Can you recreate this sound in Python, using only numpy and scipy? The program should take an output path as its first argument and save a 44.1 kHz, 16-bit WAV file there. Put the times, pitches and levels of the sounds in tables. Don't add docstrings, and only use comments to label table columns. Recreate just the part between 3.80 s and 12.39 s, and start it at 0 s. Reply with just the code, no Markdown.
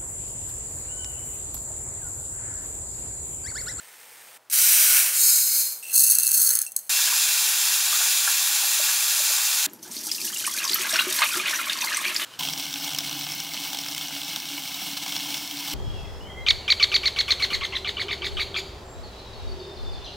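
import sys
import numpy as np
from scipy import signal
from scipy.fft import rfft, irfft
from scipy.io import wavfile
from scipy.ndimage import uniform_filter1d, minimum_filter1d

SR = 44100
rng = np.random.default_rng(int(sys.argv[2]) if len(sys.argv) > 2 else 0)


def volts(x):
    e = np.asarray(x, float) / 20
    return 10 ** e


def wrap_up_sound(samples):
    columns = np.atleast_2d(samples).T
    tamed = np.clip(columns, -1, 1)
    steps = np.round(tamed * 32767).astype(np.int16)
    wavfile.write(sys.argv[1], SR, steps)


N = 378819
SWAY = .012


def unit(x):
    return x / np.sqrt(np.mean(x ** 2) + 1e-18)


def body(x, colour, ring=(), bed_db=0):
    size = 8192
    hz = np.arange(size // 2 + 1) * SR / size + 1
    colour_hz, colour_db = np.transpose(colour)
    power = volts(2 * (np.interp(np.log(hz), np.log(colour_hz), colour_db) + bed_db))
    power = power * np.minimum(hz / colour_hz[0], 1) ** 4
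    for f, width, db in ring:
        power = power + volts(2 * db) / (1 + (2 * (hz - f) / width) ** 2) ** 2
    cep = irfft(np.log(power) / 2)
    cep[1:size // 2] *= 2
    response = irfft(np.exp(rfft(cep[:size // 2], size)))[:size // 2]
    return signal.oaconvolve(x, response)[:len(x)]


def swaying_body(x, share, colour, ring, bed_db, shifts):
    out = 0
    for shift, mix in zip(shifts, [share, 1 - share]):
        moved = [(f * (1 + shift), width, db) for f, width, db in ring]
        out = out + body(x * mix, colour, moved, bed_db)
    return out


def above(x, hz):
    return signal.sosfilt(signal.butter(4, hz, "high", fs=SR, output="sos"), x)


def grains(t, rate, spread_db):
    chance, sign, size = rng.random((len(t), 3)).T
    clicks = (chance < rate / SR) * np.sign(sign - .5) * volts(-spread_db * np.log(size + 0.019))
    return clicks * rng.standard_normal(len(t))


def walk(t, rate, depth_db):
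    k = int(SR / rate) + 1
    steps = np.repeat(rng.standard_normal(len(t) // k + 1), k)
    return volts(depth_db * 1.08 * uniform_filter1d(steps, k)[:len(t)])


def curves(t, table):
    s, *columns = np.transpose(table)
    return [np.interp(t, s, c) for c in columns]


def pings(t, rows, rise_s, glide, rough):
    out = np.zeros(len(t) + SR)
    shake = uniform_filter1d(rng.standard_normal(len(t) + SR), 8) * rough
    for s, db, hz, t60 in rows:
        u = np.arange(int(np.clip(t60, .004, .15) * SR)) / SR
        i = max(int((s - t[0]) * SR), 0)
        wobble = np.cumsum(shake[i:i + len(u)])
        ping = np.sin(2 * np.pi * hz * u * (1 + glide * u / u[-1]) + wobble)
        fade = (1 - np.exp(-u / rise_s)) ** 2 * 1000. ** (-u / u[-1])
        out[i:i + len(u)] += volts(db) * ping * fade
    return out[:len(t)]


def ringing(rows, cycles):
    return [(*r, cycles / r[2]) for r in rows]


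def bursts(t, rows, fall_s):
    jumps = np.zeros(len(t))
    for r in rows:
        jumps[int(np.clip((r[0] - t[0]) * SR, 0, len(t) - 1))] += volts(r[1])
    return signal.lfilter([1], [1, -np.exp(-1 / (fall_s * SR))], jumps)


def bubbles(t, rate, lo_hz, hi_hz, cycles, spread_db):
    length_s = t[-1] - t[0]
    when, pitch, size = rng.random((int(rate * length_s), 3)).T
    hz = lo_hz * (hi_hz / lo_hz) ** pitch
    return np.transpose([t[0] + when * length_s, -spread_db * np.log(size + 0.002), hz, cycles / hz])


def brood(rows, within_s, drop_db, spread, cycles):
    u = rng.random((len(rows), 3, 3))
    s, db, hz = np.transpose(rows)[:, :, None]
    hz = hz * np.exp(spread * (2 * u[..., 2] - .5))
    young = [s + within_s * u[..., 0], db - drop_db * (.5 + u[..., 1]), hz, cycles / hz]
    return np.stack(young, axis=-1).reshape(-1, 4)


def spatter(t, rate, fall_s, spread_db):
    u = np.arange(int(.08 * SR)) / SR
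    jumps = np.abs(grains(t, rate, spread_db))
    return unit(signal.oaconvolve(jumps, np.exp(-u / fall_s))[:len(t)])


# (frequency [Hz], level [dB])
FLOOR = [(40, -40), (90, -20), (200, -12), (450, -5), (800, -2.5), (1200, -5), (1600, -11), (4000, -13),
         (16000, -18)]
STILL = [(40, -32), (200, -17.5), (600, -6.5), (1130, -7.5), (1700, -12), (4000, -18.5), (15500, -22)]
NEAR = [(35, -29), (60, -14), (103, -28), (209, 0.5), (265, -9.5), (639, 2.5), (1230, -5.5), (1560, -3.5),
        (3400, -9), (4420, -23), (7480, -120)]
LAST = [(35, -54), (60, -18), (139, -14), (882, -10.5), (1410, -7), (2090, -16), (3040, -9), (4220, -13.5),
        (16000, -27)]
ROOM_DB = [-57, -54, -60.5, -58, -58.5, -46.5]
HUM_DB = [-81, -84, -80, -79, -68.5, -65]
# (start [s], end [s])
MASKED_S = (.576, 1.2)


def tone(t, shot):
    colour = [FLOOR, STILL, NEAR, NEAR, NEAR, LAST][shot]
    mid, side = (unit(body(rng.standard_normal(len(t)), colour)) * walk(t, 8, 1.5) for _ in range(2))
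    hum = volts(HUM_DB[shot]) * np.sqrt(2) * np.sin(2 * np.pi * 118.4 * t)
    masked = uniform_filter1d(1. * (t > MASKED_S[0]) * (t < MASKED_S[1]), size=2000)
    noise = volts(ROOM_DB[shot] - 7 * masked) * (mid + volts(-19) * side * np.array([[1], [-1]]))
    return noise + hum * np.array([[.9], [1.1]])


WET_DB = [-10.5, -5.5, -11, -8.5, -8, -12]
SIDE_DB = [-16.5, -23.5, -19, -20.5, -12, -22]
# (frequency [Hz], level [dB])
SIDE_COLOUR = [
    [(100, -6), (600, 11), (1500, 6), (4000, -9), (12000, -7)],
    [(100, -6), (600, 0), (1500, -8), (4000, -2.5), (12000, -3)],
    [(100, -4), (600, -7), (1300, -15), (4400, -3), (15000, -6)],
    [(150, -12), (500, 13), (2400, -6.5), (6000, -1), (15000, -7.5)],
    [(250, -7), (700, 7), (2400, -5), (8000, -13.5), (15000, -13)],
    [(100, -6), (600, 6), (1500, 0), (4000, -8), (12000, -3)],
]


def room(x, shot):
    t60_s = 0.16
    u = np.arange(int(t60_s * SR)) / SR
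    tails = rng.standard_normal((2, len(u))) * 1000. ** (-u / t60_s) * (u > .002)
    mid, side = (signal.oaconvolve(x, v / np.linalg.norm(v))[:len(x)] for v in tails)
    side = volts(SIDE_DB[shot]) * body(side, SIDE_COLOUR[shot])
    mid = x + volts(WET_DB[shot]) * mid
    return np.array([mid + side, mid - side])


# (frequency [Hz], level [dB])
BAG_COLOUR = [(180, -52), (300, -31), (485, -8), (664, -17), (895, -5), (1110, -12.5), (1760, -3.5),
              (4110, -12), (15700, -10.5)]
# (frequency [Hz], width [Hz], level [dB])
BAG_RING = [(8520, 150, -3.5)]


def bag(t):
    rice = unit(body(grains(t, 9000, 1.5), BAG_COLOUR, BAG_RING, -4.5))
    return volts(-47) * walk(t, 28.0, 0.73) * rice


# (frequency [Hz], level [dB])
BARE_COLOUR = [(1760, -25.5), (3000, -7), (3370, -11.5), (3850, -4.5), (5910, 0), (6430, -1), (8480, 1.5),
               (12200, 2.5), (15700, 1)]
HEAP_COLOUR = [(1760, -49), (3000, -15), (3400, -15), (4240, -1), (5560, -6), (6560, 2.5), (13400, 6),
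               (15700, 3)]
# (frequency [Hz], width [Hz], level [dB])
BARE_RING = [(5990, 90, 9), (8480, 90, 8), (3950, 150, 0)]
HEAP_RING = [(3880, 24, -3), (4370, 91, -5.5), (4940, 25, -3), (5160, 45, 0), (5550, 32, -11),
             (6530, 180, -1.5), (6800, 37, -4), (7260, 99, 0), (7670, 45, 3), (8370, 83, 2), (8740, 35, -4),
             (9150, 100, -4)]
BURIED_RING = [(4270, 410, -5), (6300, 510, -7), (5070, 110, -2)]


def pour_ticks(t, rice, strength):
    covered_s, rings_die_s = 1.35, 1.6
    bare = 1 / (1 + np.exp((t - covered_s) / 0.018))
    free = 1 / (1 + np.exp((t - rings_die_s) / 0.082))
    metal = unit(body(rice, BARE_COLOUR, BARE_RING, 0))
    half_free = unit(body(rice[::-1], HEAP_COLOUR, HEAP_RING, -16))
    buried = unit(body(rice, HEAP_COLOUR, BURIED_RING, -12.5))
    heap = np.sqrt(free) * half_free + np.sqrt(1 - free) * buried
    return above(strength * (np.sqrt(bare) * metal + np.sqrt(1 - bare) * heap), 830)


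# (time [s], level [dB])
POUR = [
    (0.735, -17.5),
    (0.9, -16),
    (1.161, -15.5),
    (1.32, -24),
    (1.48, -14.5),
    (1.694, -21.5),
    (1.8, -19),
    (1.907, -30),
    (2.02, -45),
]
# (time [s], peak level [dB])
FIRST = [
    (0.699, -12.5),
    (0.7115, -14),
    (0.719, -17),
    (0.7234, -21),
    (1.92, -24),
]
# (frequency [Hz], level [dB])
WALL_COLOUR = [(180, -86), (300, -60), (545, -14), (1180, -6), (1410, 1.5), (1870, -1), (2280, 4),
               (4000, -11), (5200, -30), (8800, -120)]
# (frequency [Hz], width [Hz], level [dB])
WALL_RING = [(1490, 130, -7), (1710, 19, -5), (2363, 41, -1)]


def pour(t):
    bare_db, climb_db_per_s, buried_db, buried_s = -19.5, 12, -24.5, 1.377
    tick_db, = curves(t, POUR)
    open_wall = 1 / (1 + np.exp((t - buried_s) / 0.026))
    climb_db = climb_db_per_s * (t - POUR[0][0])
    wall_db = tick_db + buried_db + open_wall * (bare_db - buried_db + climb_db)
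    on = np.clip((t - .722) / 0.011, 0, 1)
    rice = grains(t, 16000, 0.86) * walk(t, 59.0, 0.78)
    first = bursts(t, FIRST, 0.0078) * volts(-12.0)
    ticks = pour_ticks(t, rice, on * volts(tick_db) + first)
    wall = unit(body(rice, WALL_COLOUR, WALL_RING, -11.0))
    wall_strength = on * volts(wall_db) + uniform_filter1d(first, size=130) * volts(-18.0)
    return ticks + above(wall_strength * wall, 380)


# (frequency [Hz], level [dB])
CLOSE_COLOUR = [(1760, -46), (3000, -35), (3900, -17), (4270, -11), (5520, -12.5), (6430, 2), (7030, -7),
                (8250, 0), (15700, 0)]
# (frequency [Hz], width [Hz], level [dB])
CLOSE_RING = [(4330, 180, 7), (5200, 150, -2.5), (6440, 230, 7.5), (8300, 380, 6.5), (10330, 430, 8),
              (11400, 530, 5)]
# (time [s], peak level [dB])
CLUMPS = [(2.14, -6), (2.162, 1), (2.207, -4), (2.237, -3), (2.277, -5), (2.3, 0), (2.3355, -5), (2.353, 2),
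          (2.386, 2.5), (2.399, -4), (2.4332, 1), (2.461, -6), (2.477, -2), (2.4916, -5), (2.517, -1.5),
          (2.62, -5), (2.665, -10), (2.691, 1), (2.737, -9), (2.7718, -8), (2.7893, -3), (2.8172, -3),
          (2.826, -11.5), (2.92, -18.5), (2.964, -4.5), (2.965, -5), (2.865, -24)]
MORE_CLUMPS = [(2.194, -1), (2.311, 2), (2.32, -0.5), (2.468, 1), (2.5, -15), (2.546, -1), (2.56, -10),
               (2.585, -11), (2.638, -6), (2.648, -2), (2.705, -1), (2.7534, 0), (2.7624, -8), (2.8492, -27),
               (2.99, -16)]


def close_ticks(t, tick_db):
    rice = unit(grains(t, 9000, 3.0) * walk(t, 250, 2.5))
    lump_shape = uniform_filter1d(bursts(t, CLUMPS + MORE_CLUMPS, 0.0014), size=80, origin=-20)
    lumps = rng.standard_normal(len(t)) * lump_shape * volts(-6.0)
    gain = np.std(body(rice, CLOSE_COLOUR, CLOSE_RING, -2.5))
    share = 1 / (1 + walk(t, 30, 9))
    shifts = [0.86 * 2 * SWAY, -0.9 * 2 * SWAY]
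    return swaying_body(rice * volts(tick_db) + lumps, share, CLOSE_COLOUR, CLOSE_RING, 1, shifts) / gain


# (frequency [Hz], width [Hz], level [dB])
JAR = [(2680, 180, -4.5), (8360, 250, -4.5), (5840, 150, -16)]
# (time [s], level [dB], frequency [Hz], ring time [s])
CHINK = [
    (2.864, -36, 2700, .09),
    (2.864, -23, 8500, .045),
    (2.864, -24, 5850, .013),
]


def jar_lip(t):
    empties_s, fade_db_per_s = 2.55, 150
    jar_db = -46 - fade_db_per_s * np.maximum(t - empties_s, 0)
    jar = unit(body(grains(t, 2500, 1.1), [(100, -65), (2000, -28.5), (16000, -19.0)], JAR))
    return volts(jar_db + 9.0) * jar + pings(t, CHINK, 0.0005, 0, .01)


def close_wall(t, tick_db):
    full_flow_db, follows, climb_db_per_s = -31.5, 1.8, 8.5
    wall_db = -51 + follows * np.minimum(tick_db - full_flow_db, 0) + climb_db_per_s * (t - t[0])
    colour = [(300, -41), (700, -19), (1500, 8), (2400, -1.5), (3600, -1.0), (5000, -44)]
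    return volts(wall_db) * unit(body(grains(t, 9000, 1.7), colour))


# (time [s], level [dB])
CLOSE = [(2.03, -49), (2.13, -30.5), (2.142, -17.5), (2.33, -19.5), (2.37, -25.5), (2.5, -22.5),
         (2.624, -16), (2.72, -22.5), (2.85, -38), (2.96, -54), (2.975, -42), (3.088, -50)]


def close(t):
    tick_db, = curves(t, CLOSE)
    return close_ticks(t, tick_db) + jar_lip(t) + close_wall(t, tick_db)


# (frequency [Hz], level [dB])
TAP_COLOUR = [(880, -52), (1500, -5.5), (2100, -7), (3000, -4.5), (3490, 1.5), (7220, -1.5), (14900, -4),
              (15700, -3)]
# (frequency [Hz], width [Hz], level [dB])
TAP_RING = [(2670, 116, 4.5), (2400, 230, 0.5), (4070, 88, 0), (5140, 170, 4), (6190, 510, 3),
            (6900, 440, 3.5), (7440, 190, 7.5), (9180, 220, 2), (9950, 190, 4.5), (11440, 190, 3.5)]


def tap_fizz(t):
    fizz_db = -20.5 - 0.31 * (t - t[0])
    share = 1 / (1 + walk(t, 3.1, 6.9))
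    jet = grains(t, 22000, 1.4) * walk(t, 39.62, 0.62)
    shifts = [0.71 * SWAY, -0.91 * SWAY]
    return volts(fizz_db) * unit(swaying_body(jet, share, TAP_COLOUR, TAP_RING, 0.56, shifts))


# (frequency [Hz], level [dB])
GURGLE = [(180, -91), (300, -19), (415, -44), (629, -10), (818, 0), (1670, 2), (2150, -16), (2600, -10),
          (3380, -6), (5720, -120)]
# (time [s], peak level [dB], frequency [Hz])
PLOPS = [(3.19, -21, 1620), (3.275, -22, 1500), (3.325, -24.5, 980), (4.127, -20.5, 1145),
         (4.205, -38, 657), (4.215, -23, 1430), (4.26, -31, 910), (4.475, -14.5, 1560), (4.83, -33, 805),
         (4.995, -33.5, 614), (5.5, -39, 605), (5.535, -28, 1500), (5.088, -20.5, 1600), (5.4, -38, 610),
         (5.582, -29, 1080)]


def tap_gurgle(t):
    gurgle_db = -38 + 0.44 * (t - t[0])
    swarm = unit(pings(t, bubbles(t, 500, 501, 2550, 32.0, 1.0), 0.00014, 0.046, 0.024))
    swell = 1 + volts(24) * uniform_filter1d(bursts(t, PLOPS, 0.011), size=220)
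    gurgle = unit(body(grains(t, 9000, 0.88), GURGLE)) * swell + volts(-18.0) * swarm
    plop_rows = ringing(PLOPS, 24) + list(brood(PLOPS, .02, 8.9, 0.39, 21.6))
    plops = pings(t, plop_rows, 0.0016, 0.099, 0.028)
    return above(volts(gurgle_db - 3.0) * gurgle + volts(9.5) * plops, 290)


def tap(t):
    return tap_fizz(t) + tap_gurgle(t)


# (frequency [Hz], level [dB])
SINK_COLOUR = [(29, -62), (50, -17), (288, 7.5), (359, 6.5), (503, -2.5), (642, -36), (850, 0),
               (1040, -5.5), (1760, -19)]
# (frequency [Hz], width [Hz], level [dB])
SINK_RING = [(334, 50, -2), (624, 37, -1), (850, 43, 3.5)]
# (time [s], peak level [dB], frequency [Hz])
THUDS = [
    (5.868, -37.5, 290),
    (6.165, -41, 297),
    (6.266, -40, 310),
    (6.44, -42.5, 340),
    (6.905, -35.5, 385),
    (6.995, -36, 368),
    (7.131, -29.5, 646),
    (7.269, -28, 363),
    (7.568, -29.5, 359),
    (8.261, -38, 352),
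]


def sink_drum(t):
    drum = volts(-50.5) + volts(-28) * bursts(t, THUDS, 0.068)
    sink = unit(body(grains(t, 2000, 0.43), SINK_COLOUR, SINK_RING, 0))
    sink = sink * drum * unit(2 + spatter(t, 37, 0.045, 0.42))
    thuds = pings(t, [(*r, .12) for r in THUDS], 0.00036, 0.045, 0.0031) * volts(0.5)
    return sink + thuds


POOL_FROM_S, POOL_S = 6.7, 0.077

# (frequency [Hz], level [dB])
SPRAY = [(1650, -20), (2800, -25), (3010, -8.5), (5760, 1), (7000, -1.5), (13300, -4), (15700, -7.5)]
MIST_HZ = [4000, 5500, 7500, 10500, 16500]
# (time [s], peak level [dB], frequency [Hz])
SPLATS = [(5.8963, -38, 6790), (5.9325, -28, 11600), (5.9916, -42, 4960), (6.028, -26.5, 5850),
          (6.1198, -24.5, 8360), (6.166, -19.5, 4170), (6.2734, -26, 12000), (6.3143, -9.5, 4790),
          (6.4144, -17, 4620), (6.447, -18, 5760), (6.527, -24, 6600), (6.571, -17, 7490),
          (6.665, -11.5, 9030), (6.7319, -30, 4330), (6.7853, -15.5, 4070), (6.8406, -12.5, 5960),
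          (6.877, -13.5, 4600), (6.9127, -13, 4720), (6.9428, -6.5, 11640), (7.0924, -14, 3700),
          (7.126, -17, 5340), (7.138, -10.5, 5440), (7.164, -12, 5200), (7.2115, -16, 3830),
          (7.324, -16.5, 3840), (7.3744, -17, 6190), (7.3874, -11.5, 4300), (7.4308, -17, 3720),
          (7.5161, -19.5, 4950), (7.5336, -18, 3600), (7.5929, -18, 3450), (7.68, -15, 3300),
          (7.7102, -18, 5400), (7.7444, -19, 5730), (7.896, -9.5, 3550), (7.909, -25, 5000),
          (7.9312, -15.5, 4370), (7.987, -21, 4600), (8.011, -13.5, 5800), (8.018, -15, 3500),
          (8.04, -17, 4680), (8.0808, -18, 4070), (8.1297, -18, 4660), (8.1452, -13, 5830),
          (8.1696, -11.5, 8330), (8.2805, -17.5, 4600), (8.3452, -18.5, 7100), (8.362, -7.5, 4870),
          (8.428, -20, 3430)]
MORE_SPLATS = [(6.113, -24, 6000), (6.347, -19, 4900), (6.582, -23, 5100), (6.851, -14, 5250), (6.894, -11, 3760),
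               (6.932, -8.5, 4340), (7.559, -18, 4600), (7.757, -14.5, 5700)]


def sink_spray(t, spray_db):
    drop_rows = SPLATS + MORE_SPLATS
    hiss = unit(body(grains(t, 12000, 2.6), SPRAY))
    below = [0]
    for hz in MIST_HZ:
        below.append(signal.sosfiltfilt(signal.butter(2, hz, fs=SR, output="sos"), hiss))
    shared = spatter(t, 120, .005, 1.5)
    patter = 0
    for low, high in zip(below, below[1:]):
        patter = patter + (high - low) * unit(.3 + .45 * shared + spatter(t, 190, .005, 1.7))
    spread_db = np.interp(t, [POOL_FROM_S - POOL_S, POOL_FROM_S + POOL_S], [-22, -29.5])
    sheet = volts(spread_db) * bursts(t, drop_rows, 0.02)
    crack = volts(-23) * bursts(t, drop_rows, 0.0012)
    spray = volts(spray_db) * unit(patter) + hiss * (crack + sheet)
    fizz = unit(pings(t, bubbles(t, 430, 2740, 11500, 45, 6.1), 0.0002, 0.055, 0.042))
    drops = pings(t, [(*r, .018) for r in drop_rows], 0.0009, 0.066, .19) * volts(3)
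    return above(spray + volts(spray_db - 17.0) * fizz + drops, 1530)


# (frequency [Hz], level [dB])
SLOSH = [(350, -42), (600, -0.5), (760, -19), (1100, -2.5), (1330, -12), (1720, 1), (2680, 3), (4200, -1.5),
         (5460, -26), (9240, -120)]
# (time [s], level [dB], length [s])
SURGES = [
    (7.116, -25.5, 0.085),
    (7.412, -23, 0.048),
    (7.663, -28, 0.031),
    (8.017, -38, 0.009),
    (8.244, -33, 0.018),
]
# (time [s], peak level [dB], frequency [Hz])
BLOBS = [(6.05, -42, 1510), (6.315, -40, 1800), (6.3001, -28, 2720), (6.382, -23.5, 2640),
         (6.4203, -40, 2550), (6.445, -35, 1710), (6.4752, -22.5, 2800), (6.5011, -34, 1760),
         (6.531, -21.5, 3020), (6.5608, -19, 2740), (6.6019, -28, 2440), (6.6253, -23, 2920),
         (6.652, -22, 2400), (6.7226, -21, 3250), (6.758, -28, 2470), (6.776, -22, 2430),
         (6.802, -18.5, 2680), (6.8299, -18.5, 2500), (6.918, -26, 2030), (6.957, -17, 2860),
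         (7.0265, -21, 2500), (7.1567, -15, 2700), (7.19, -4, 2700), (7.2285, -34, 2770),
         (7.2544, -27, 2160), (7.3512, -31, 2320), (7.3891, -21, 3260), (7.4181, -12.5, 2140),
         (7.428, -11.5, 2470), (7.46, -19, 2840), (7.506, -19, 2430), (7.536, -17, 3170),
         (7.598, -16, 2350), (7.657, -14.5, 2440), (7.682, -18, 2150), (7.7295, -18.5, 1766),
         (7.799, -19, 2380), (7.8267, -28, 2320), (7.867, -21, 2230), (7.897, -19, 2800),
         (7.9414, -25, 2870), (7.9903, -39, 3000), (8.019, -17, 2510), (8.041, -27, 2270),
         (8.071, -18, 2010), (8.1183, -17, 1780), (8.1674, -19, 2030), (8.2402, -22, 1960),
         (8.2517, -11, 2280), (8.428, -17.5, 2860)]
GLUGS = [(6.065, -41, 850), (6.268, -36, 823), (6.498, -34, 1450), (6.64, -22, 1510), (6.674, -19.5, 1120),
         (6.745, -24, 1490), (6.772, -27, 1590), (6.816, -24, 1560), (6.846, -23.5, 1060),
         (6.936, -31, 1540), (6.957, -19.5, 1275), (6.998, -31, 1520), (7.046, -17.5, 1540),
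         (7.107, -21, 1610), (7.134, -30, 1540), (7.153, -23, 1370), (7.192, -15, 1440), (7.268, -34, 1280),
         (7.39, -22, 965), (7.392, -18, 1490), (7.523, -21, 1400), (7.539, -20, 1360), (7.57, -20, 1320),
         (7.636, -22, 1570), (7.684, -21, 1500), (7.731, -21, 1490), (7.788, -19, 1370), (7.87, -23, 1104),
         (7.895, -21, 1590), (7.954, -29, 1080), (8.026, -23, 980), (8.061, -29, 1010), (8.107, -27, 1210),
         (8.176, -21, 1110)]
# (time [s], level [dB], frequency [Hz], ring time [s])
GULP = (7.417, -13, 950, .08)


def sink_slosh(t, spray_db):
    shallow_db, deep_db, deepens_db_per_s = -10, -1, 5.5
    slosh_db = spray_db + np.interp(t, [POOL_FROM_S, POOL_FROM_S + POOL_S], [shallow_db, deep_db])
    slosh_db = slosh_db + deepens_db_per_s * np.maximum(t - POOL_FROM_S - POOL_S, 0)
    swarm = unit(pings(t, bubbles(t, 700, 997, 4520, 38.6, 3.6), 0.0001, 0.29, 0.077))
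    wash = unit(body(grains(t, 8000, 1.5), SLOSH)) * unit(.6 + spatter(t, 120, .008, 1.6))
    surge = 0
    for s, db, length in SURGES:
        surge = surge + volts(db) * np.exp(-((t - s - length / 2) / length * 2) ** 2)
    slop = volts(-41) * np.exp((t[0] - t) / 0.016)
    slosh = surge * (volts(-8) * wash + volts(-6) * swarm)
    slosh = slosh + (volts(slosh_db - 5.5) + slop) * (wash + volts(-6) * swarm)
    slosh = slosh + volts(-24.0) * wash * uniform_filter1d(bursts(t, BLOBS, 0.005), size=200)
    blobs = pings(t, ringing(BLOBS, 70), 0.0008, 0.094, 0.06)
    blobs = blobs + pings(t, ringing(GLUGS, 50), 0.0012, 0.08, 0.03)
    blobs = blobs + pings(t, brood(GLUGS, 0.03, 4.8, 0.407, 42), 0.00068, 0.28, 0.016)
    blobs = blobs + pings(t, brood(BLOBS, 0.043, 4.4, 0.334, 61), 0.001, 0.24, 0.017)
    blobs = blobs + pings(t, [GULP], 0.001, 1.9, .06)
    return above(slosh + blobs, 620)


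# (time [s], level [dB])
DRAIN = [(5.875, -61), (6.012, -66), (6.03, -42.5), (6.105, -46), (6.118, -38.5), (6.25, -36.5),
         (6.465, -33), (6.9, -31.5), (7.3, -29.5), (7.87, -35), (8.445, -36.5)]


def drain(t):
    spray_db, = curves(t, DRAIN)
    return sink_drum(t) + sink_spray(t, spray_db) + sink_slosh(t, spray_db)


# (time [s], level [dB])
RUB = [
    (8.46, -64),
    (8.5, -56),
    (8.54, -46),
    (8.57, -62),
    (8.6, -58),
]
# (frequency [Hz], width [Hz], level [dB])
RUB_RING = [(3030, 150, 4), (3950, 200, -5), (4900, 200, -3), (1400, 200, -8)]


def cooker(t):
    rub_db, = curves(t, RUB)
    colour = [(500, -30), (3000, -12), (15000, -25)]
    return volts(rub_db) * unit(body(grains(t, 3000, 2.0), colour, RUB_RING))


CUTS = [
    0,
    .576,
    2.025,
    3.094,
    5.864,
    8.449,
    8.6,
]


def scene():
    edges = np.minimum((np.array(CUTS) * SR).astype(int), N)
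    shots = []
    for shot, source in enumerate([bag, pour, close, tap, drain, cooker]):
        t = np.arange(edges[shot], edges[shot + 1]) / SR
        shots.append(room(source(t), shot) + tone(t, shot))
    return np.concatenate(shots, axis=1)


def band_limit(x):
    return signal.sosfilt(signal.butter(12, 15840, fs=SR, output="sos"), x)


def record(dry):
    bass_cut = signal.butter(3, 90, "high", fs=SR, output="sos")
    top_cut = signal.ellip(10, .3, 45, 15740, fs=SR, output="sos")
    x = signal.sosfilt(np.vstack([bass_cut, top_cut]), dry)
    gain = np.minimum(1, .9 / (np.abs(x).max(axis=0) + 1e-9))
    smooth_gain = uniform_filter1d(minimum_filter1d(gain, size=89), size=45)
    return band_limit(x * smooth_gain)


dry = scene()
out = record(dry)
wrap_up_sound(out)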